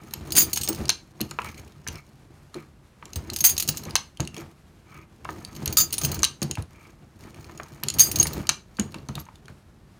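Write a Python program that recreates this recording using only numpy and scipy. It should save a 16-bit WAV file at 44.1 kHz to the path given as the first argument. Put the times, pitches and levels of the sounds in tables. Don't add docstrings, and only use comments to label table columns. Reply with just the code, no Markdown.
import sys
import numpy as np
from scipy import signal
from scipy.fft import rfft, irfft, next_fast_len
from scipy.io import wavfile

SR = 44100
rng = np.random.default_rng(int(sys.argv[2]) if len(sys.argv) > 2 else 0)


def inscribe(sig):
    pcm = np.round(np.clip(np.atleast_2d(sig).T, -1, 1) * 32767)
    wavfile.write(sys.argv[1], SR, pcm.astype(np.int16))


N = 440559
TIME = np.arange(N) / SR

# (frequency [Hz], level [dB])
HUSH_SPECTRUM = [(24, -28.5), (40, 3.5), (185, -4.5), (467, -18.5), (1210, -20.5), (2910, -28.5),
                 (12100, -38), (16000, -49.5)]
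# (frequency [Hz], width [Hz], level [dB])
TABLE_MODES = [(79, 27, 2.5), (144.6, 16, 1), (213, 26, -4), (331, 43, -2), (404, 40, -12.5),
               (714, 260, -10.5)]
# (time [s], level [dB], pitch of the blow [Hz])
KNOCKS = [(0.209, -29, 87), (0.365, -24, 354.8), (0.685, -20, 323), (1.207, -19.5, 207), (1.883, -25, 72),
          (2.553, -27, 330), (3.16, -23.5, 87), (3.684, -23, 154), (4.198, -15, 153), (4.373, -27.5, 364),
          (5.288, -29.5, 330), (5.669, -23, 74.4), (6.031, -21.5, 130), (6.418, -17, 215), (6.581, -21, 73),
          (8.258, -24.5, 134.5), (8.792, -15, 213), (8.954, -28.5, 202), (9.087, -24, 134),
          (9.159, -31.5, 153), (9.492, -32, 152.4)]
# (frequency [Hz], width [Hz], level [dB])
BELT_MODES = [(650, 400, -4), (950, 160, -2), (1240, 110, 0), (1750, 300, -4), (2280, 200, -2)]
# (time [s], level [dB], pitch of the tap [Hz])
TAPS = [(0.135, -29.5, 1900), (0.376, -19, 2160), (0.571, -26, 1870), (0.677, -32, 685),
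        (1.201, -32.5, 787), (1.314, -31.5, 1300), (1.388, -11.5, 1140), (1.447, -40.5, 883),
        (1.867, -25.5, 1600), (2.542, -32, 1260), (3.026, -30.5, 1175), (3.295, -33, 1940),
        (3.688, -26, 1930), (4.198, -25, 760), (4.365, -33.5, 607), (5.252, -23, 1259), (5.29, -22, 1180),
        (6.014, -32, 1215), (6.421, -26, 750), (6.573, -25.5, 880), (7.495, -34, 814), (7.599, -23, 1160),
        (7.83, -26.5, 1830), (8.255, -23.5, 1890), (8.787, -27, 1563), (8.943, -30.5, 902),
        (9.089, -26, 698), (9.179, -33.5, 1110), (9.266, -41, 1030), (9.287, -34, 973), (9.482, -36, 1504)]
# (middle [s], quarter of its length [s], level [dB])
RUBS = [(1.466, 0.034, -42.5), (1.585, 0.013, -50), (1.957, 0.03, -45.5), (2.591, 0.032, -50),
        (4.393, 0.035, -47.5), (4.959, 0.05, -49), (6.81, 0.068, -54.5)]
# (frequency [Hz], width [Hz], level [dB])
STEEL_MODES = [(2850, 530, -2), (4250, 500, 1.5), (5440, 640, 0), (6570, 660, 2), (8400, 300, -5.5),
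               (9700, 220, -5), (12100, 880, -5), (13330, 3000, -3)]
# (time [s], level [dB], pitch of the snap [Hz])
SNAPS = [(.8815, -22.5, 5330), (6.222, -25, 6370), (8.47, -22, 4640), (0.1373, -12.5, 11800),
         (0.306, -23, 6340), (0.676, -14, 5340), (0.855, -20.5, 4740), (0.9014, -3, 4120),
         (1.2063, -17.5, 4200), (1.213, -11.5, 12650), (1.2915, -39, 4530), (1.3106, -23, 6910),
         (1.4182, -27, 2780), (1.5444, -33, 2350), (1.5788, -32, 2300), (1.677, -41, 2430),
         (1.7215, -42, 3730), (1.8753, -15.5, 6060), (1.8847, -15.5, 6050), (1.956, -29, 5350),
         (2.5439, -27, 4120), (3.055, -29, 7220), (3.133, -25, 6400), (3.3007, -17.5, 4160),
         (3.5668, -17.5, 5000), (3.8526, -26.5, 6240), (3.908, -25, 5000), (3.9628, -6, 4180),
         (4.1722, -31, 3130), (4.204, -12, 6580), (4.251, -29, 4180), (4.2745, -20.5, 2800),
         (4.344, -28, 2710), (4.366, -24.5, 3250), (4.38, -26.5, 6590), (5.2472, -27, 2230),
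         (5.449, -21.5, 4570), (5.6585, -10, 12840), (5.677, -9, 6470), (5.9067, -26, 6520),
         (6.1918, -20, 6960), (6.2422, -2.5, 3970), (6.2486, -5.5, 6200), (6.4178, -16.5, 6600),
         (6.5116, -11, 6670), (6.554, -22.5, 2690), (6.6234, -29, 9830), (7.2386, -36, 2210),
         (7.3445, -36, 2370), (7.444, -34, 2440), (7.5762, -28, 6700), (7.8353, -11, 12700),
         (7.885, -7.5, 6960), (7.9014, -9.5, 6870), (8.4962, -12, 4200), (8.7693, -30.5, 4580),
         (8.7967, -10, 6740), (8.9434, -23, 2700), (8.9845, -37, 4390), (9.0868, -25.5, 6240),
         (9.1537, -19, 3740), (9.2537, -40.5, 6370), (9.3566, -37.5, 3640), (9.4566, -40.5, 3180),
         (9.4818, -36.5, 2450)]
# (frequency [Hz], level [dB])
BRASS_MODES = [(1280, -18), (3650, -16), (4555, -10), (4835, -11), (6293, -8), (6480, -1), (6998, -8),
               (8213, -12), (9270, -9), (9455, -7), (11020, -13), (12490, -8), (12565, -4), (13695, -12),
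               (14805, -13), (15180, -8), (15470, -8)]
# (time [s], level [dB])
CLINKS = [(0.321, -14), (0.531, -11), (0.559, -17), (0.573, -12), (0.612, -16), (0.634, -17), (0.6447, -22),
          (0.6871, -11), (3.1579, -22), (3.3338, -21.5), (3.3617, -15.5), (3.387, -21), (3.406, -16.5),
          (3.579, -11.5), (3.599, -10), (3.6248, -16), (3.677, -16), (3.688, -7.5), (3.7719, -18.5),
          (5.726, -21), (5.9261, -13.5), (5.939, -12), (5.981, -17), (6.014, -22.5), (6.035, -19),
          (6.0477, -9), (6.116, -17), (6.144, -18.5), (6.4264, -17), (7.939, -25), (7.9858, -10),
          (8.1148, -17), (8.1579, -14), (8.186, -18), (8.199, -17), (8.21, -17), (8.228, -14.5),
          (8.2686, -14.5), (8.332, -25)]
# (time [s], level [dB], t60 of the chatter [s], push on the bending modes against the rest [dB])
DROPS = [(0.352, -12.5, 0.071, -14), (0.3651, -2, 0.087, -13), (0.3799, 1.5, 0.037, -7.5),
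         (0.3982, -9.5, 0.084, -9), (0.4168, -11.5, 0.07, -12), (3.4407, -2, 0.13, -16.5),
         (3.4576, -7.5, 0.053, -10), (3.4918, -10.5, 0.069, -12), (5.7699, -3, 0.028, 5.5),
         (5.7818, -7.5, 0.078, 7), (5.801, -10.5, 0.09, -17), (7.995, 0.5, 0.027, 4),
         (8.001, -9, 0.21, -17)]
# (hand grips belt [s], load starts [s], loudest rattle [s], before the
# latch or after it, faint stir [s] and low shake [s], in either order, effort [dB])
TURNS = [(-0.1, 0.258, 0.74, 1.28, 0.9, 4), (3.054, 3.135, 3.8, 4.51, 4.45, -0.5),
         (5.3, 5.623, 6.0, 5.9, 6.5, 5.5), (7.23, 7.838, 9.2, 8.8, 9.15, 2.5)]
LATCH_S = [0.893, 3.9547, 6.2319, 8.4919]

# (brass rattle [dB], belt drag [dB], table shake [dB])
IDLE, GRIP, LOAD, LOUDEST = (-73.5, -78.5, -57.5), (-55.5, -56, -46.5), (-52, -53.5, -37.5), (-40, -51, -40.5)
STRAIN, STIR, LOW_SHAKE = (-46.5, -44, -31.5), (-56, -59.5, -48.5), (-66, -68, -43)
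REACH_S, STRAIN_S, REST_S, FADE_S = .1, .08, .13, .1
PULL_S = 0.012
SLIDE_DB = (-1, 0.5, -3.5)
LATCH_SNAP, LATCH_TAP = (0, 6200), (-15, 1600)
KNOCK_SLOPE_DB, TAP_SLOPE_DB, SNAP_SLOPE_DB = 12, 4.5, 0.5
JOSTLE_DB = 3.2
BEND_HZ = 4000
BRASS_T60_S, STACK_DAMPING = 0.08, 1.5
HUSH_DB = -49.5
ROOM_DB, ROOM_T60_S, ROOM_DULL_HZ = -14.5, 0.23, 4650
LOW_HZ, TOP_HZ = 46.4, 16000


def undb(db):
    return np.exp(np.asarray(db) * np.log(10) / 20)


def level(x, db):
    return x * undb(db) / np.sqrt(np.mean(x ** 2))


def flicker(spread_db, rate):
    points = undb(spread_db * rng.standard_normal(int(rate * N / SR) + 2))
    return np.interp(TIME * rate, np.arange(len(points)), points)


def force(when, db, t60):
    out = np.zeros(N + SR)
    for s, size, fade in np.broadcast(when, undb(db), np.clip(t60, .002, .3)):
        t = TIME[:int(fade * SR)]
        start = int(s * SR)
        out[start:start + len(t)] += size * np.exp(-np.log(1000) * t / fade)
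    return out[:N]


def jostle(size_db, t60, count):
    moments = rng.random(count) * N / SR
    sizes_db = size_db * rng.exponential(size=count)
    return level(force(moments, sizes_db, t60), 0)


def body(modes, pushes):
    total = np.sqrt(sum(undb(2 * db) for _, _, db in modes))
    rough = rng.standard_normal(2 * N)
    out = 0
    for (hz, width, db), push in zip(modes, pushes):
        start = rng.integers(N)
        contact = push * rough[start:start + N] + 1e-12
        ring = signal.lfilter(*signal.iirpeak(hz, hz / width, SR), contact)
        out = out + undb(db) / total * np.sqrt(SR / (np.pi * width)) * ring
    return out


def ping(when, db, hz, t60, rise):
    out = np.zeros(N + SR)
    for s, size, f, fade in np.broadcast(when, undb(db), hz, np.clip(t60, .002, .3)):
        t = TIME[:int(fade * SR)]
        start = int(s * SR)
        swell = 1 - np.exp(-t / rise)
        decay = np.exp(-np.log(1000) * t / fade)
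        out[start:start + len(t)] += size * np.sin(2 * np.pi * f * t) * swell * decay
    return out[:N]


def struck(modes, when, db, scatter_db, rise, detune):
    hz, width, mode_db = np.transpose(modes)
    chance = rng.standard_normal((len(when), 2, len(modes)))
    share_db = db + mode_db + scatter_db * chance[:, 0]
    pitch = hz * (1 + detune * chance[:, 1])
    t60 = np.log(1000) / (np.pi * width)
    return ping(when[:, None], share_db, pitch, t60, rise)


def reach(db, modes, blow_hz, slope_db):
    octaves = abs(np.log2(np.transpose(modes)[0] / blow_hz[:, None]))
    return db[:, None] - slope_db * octaves


def with_latch(blows, latch):
    return np.transpose(list(blows) + [(s, *latch) for s in LATCH_S])


def slides():
    return sum(np.interp(TIME, (s - 2 * quarter, s, s + 2 * quarter), (0, undb(db), 0))
               for s, quarter, db in RUBS)


def work():
    rows = []
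    for (grip, load, loudest, stir, low_shake, effort_db), latch in zip(TURNS, LATCH_S):
        stages = [(grip - REACH_S, IDLE), (grip, GRIP), (load - PULL_S, GRIP), (load, LOAD),
                  (loudest, LOUDEST), (latch - STRAIN_S, STRAIN), (latch + REST_S, IDLE),
                  (stir, STIR), (low_shake, LOW_SHAKE), (low_shake + FADE_S, IDLE)]
        rows += [(s, *(np.array(db) + effort_db)) for s, db in stages]
    s, *columns = np.transpose(sorted(rows))
    slide = slides()
    return [20 * np.log10(undb(np.interp(TIME, s, column)) + undb(db) * slide)
            for column, db in zip(columns, SLIDE_DB)]


def air():
    hz, db = np.transpose(HUSH_SPECTRUM)
    size = next_fast_len(N)
    bins_hz = np.fft.rfftfreq(size, 1 / SR)
    shape = undb(np.interp(np.log(bins_hz + 1), np.log(hz), db))
    noise = irfft(rfft(rng.standard_normal(size)) * shape, size)[:N]
    hush = level(noise, HUSH_DB)
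    low = signal.filtfilt(*signal.butter(1, 700, fs=SR), hush)
    return low + (hush - low) * flicker(1.5, 4) * flicker(2.0, 22)


def room(x):
    t = TIME[:SR // 2]
    envelope = np.exp(-np.log(1000) * t / ROOM_T60_S) * (1 - np.exp(-t / 0.0027))
    tail = rng.standard_normal(len(t)) * envelope
    tail = signal.lfilter(*signal.butter(1, ROOM_DULL_HZ, fs=SR), tail)
    return signal.fftconvolve(x, undb(ROOM_DB) * tail / np.sqrt(np.sum(tail ** 2)))[:N]


def table(shake_db):
    when, db, blow_hz = np.transpose(KNOCKS)
    reach_db = reach(db, TABLE_MODES, blow_hz, KNOCK_SLOPE_DB)
    shake = undb(shake_db) * (.4 + .8 * jostle(2.2, .08, count=1100))
    pushes = (force(when, mode_db + 4, 0.19) + shake * flicker(1.7, 16) for mode_db in reach_db.T)
    rough = body(TABLE_MODES, pushes)
    return rough + struck(TABLE_MODES, when, reach_db - 4.5, 1.7, .004, detune=.015)


def belt(drag_db):
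    when, db, tap_hz = with_latch(TAPS, LATCH_TAP)
    drag = undb(drag_db) * jostle(2.5, 0.03, count=2500)
    reach_db = reach(db, BELT_MODES, tap_hz, TAP_SLOPE_DB)
    knocks_and_drag = body(BELT_MODES, (force(when, mode_db + 1.5, 0.024) + drag for mode_db in reach_db.T))
    song = body(BELT_MODES[2::2], (slides() * undb(share_db) * flicker(4.5, 90) for share_db in (-4, 4)))
    rough = signal.lfilter(*signal.butter(2, 3200, fs=SR), knocks_and_drag + song)
    notes = ping(when, db - 1.5, tap_hz, .02, .0006)
    return rough + notes + struck(BELT_MODES, when, db[:, None] - 4, 2.5, .0003, detune=.08)


def pawls():
    when, db, snap_hz = with_latch(SNAPS, LATCH_SNAP)
    hz = np.transpose(STEEL_MODES)[0]
    reach_db = reach(db, STEEL_MODES, snap_hz, SNAP_SLOPE_DB)
    scrapes = body(STEEL_MODES, (force(when, mode_db - 7.5, 70 / f ** 0.96) * flicker(2.3, 25)
                                 for f, mode_db in zip(hz, reach_db.T)))
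    rings = struck(STEEL_MODES, when, reach_db - 5, 3.0, 0.00027, detune=0.033)
    return scrapes + rings + ping(when, db - 1.5, snap_hz, 0.014, 0.00015)


def case_modes(damping):
    width = damping * np.log(1000) / (np.pi * BRASS_T60_S)
    return [(hz, width, db) for hz, db in BRASS_MODES]


def brass(push, low_push, damping, scatter_db):
    modes = case_modes(damping)
    rings = body(modes, ((push if hz > BEND_HZ else low_push) * flicker(scatter_db, 30) for hz, _, _ in modes))
    crack = (push + 1e-12) * rng.standard_normal(N)
    return rings + undb(-4.0) * signal.lfilter(*signal.butter(1, 2000, "high", fs=SR), crack)


def cases(rattle_db):
    chatter = .5 + .6 * jostle(2.5, .002, count=9000)
    when, db, t60, bend_db = np.transpose(DROPS)
    drop_push = chatter * force(when, db, t60)
    bend_push = chatter * force(when, db + bend_db, t60)
    drops = brass(drop_push, bend_push, damping=1, scatter_db=4.0)

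    clink_s, clink_db = np.transpose(CLINKS)
    clinks = chatter * force(clink_s, clink_db, 0.035)
    loose = undb(rattle_db) * jostle(JOSTLE_DB, 0.01, count=3000)
    shaken = np.clip(undb(rattle_db + 49.0), 0, 1)
    stack_push = clinks + shaken * loose
    stack = brass(stack_push, undb(-4.0) * stack_push, STACK_DAMPING, scatter_db=6.0)

    chute_push = undb(-4) * clinks + undb(-3.5) * loose
    chute = body(STEEL_MODES, [chute_push] * len(STEEL_MODES))
    ticks = struck(STEEL_MODES, clink_s, clink_db[:, None] - 10.5, 6.7, .0004, detune=.05)
    clink_modes = case_modes(STACK_DAMPING)[2:]
    clink_rings = struck(clink_modes, clink_s, clink_db[:, None] - 11.5, 7.7, 0.00053, detune=.006)
    return undb(-2) * drops + undb(-12.0) * stack + clink_rings + chute + ticks


def scene():
    rattle_db, drag_db, shake_db = work()
    machine = cases(rattle_db) + pawls() + belt(drag_db)
    return (machine + room(machine) + table(shake_db) + air())[None]


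def record(dry):
    x = signal.lfilter(*signal.butter(2, LOW_HZ, "high", fs=SR), dry)
    rounded = np.tanh(0.55 * x) / 0.85
    return signal.sosfilt(signal.ellip(8, .2, 70, TOP_HZ, fs=SR, output="sos"), rounded)


dry = scene()
out = record(dry)
inscribe(out)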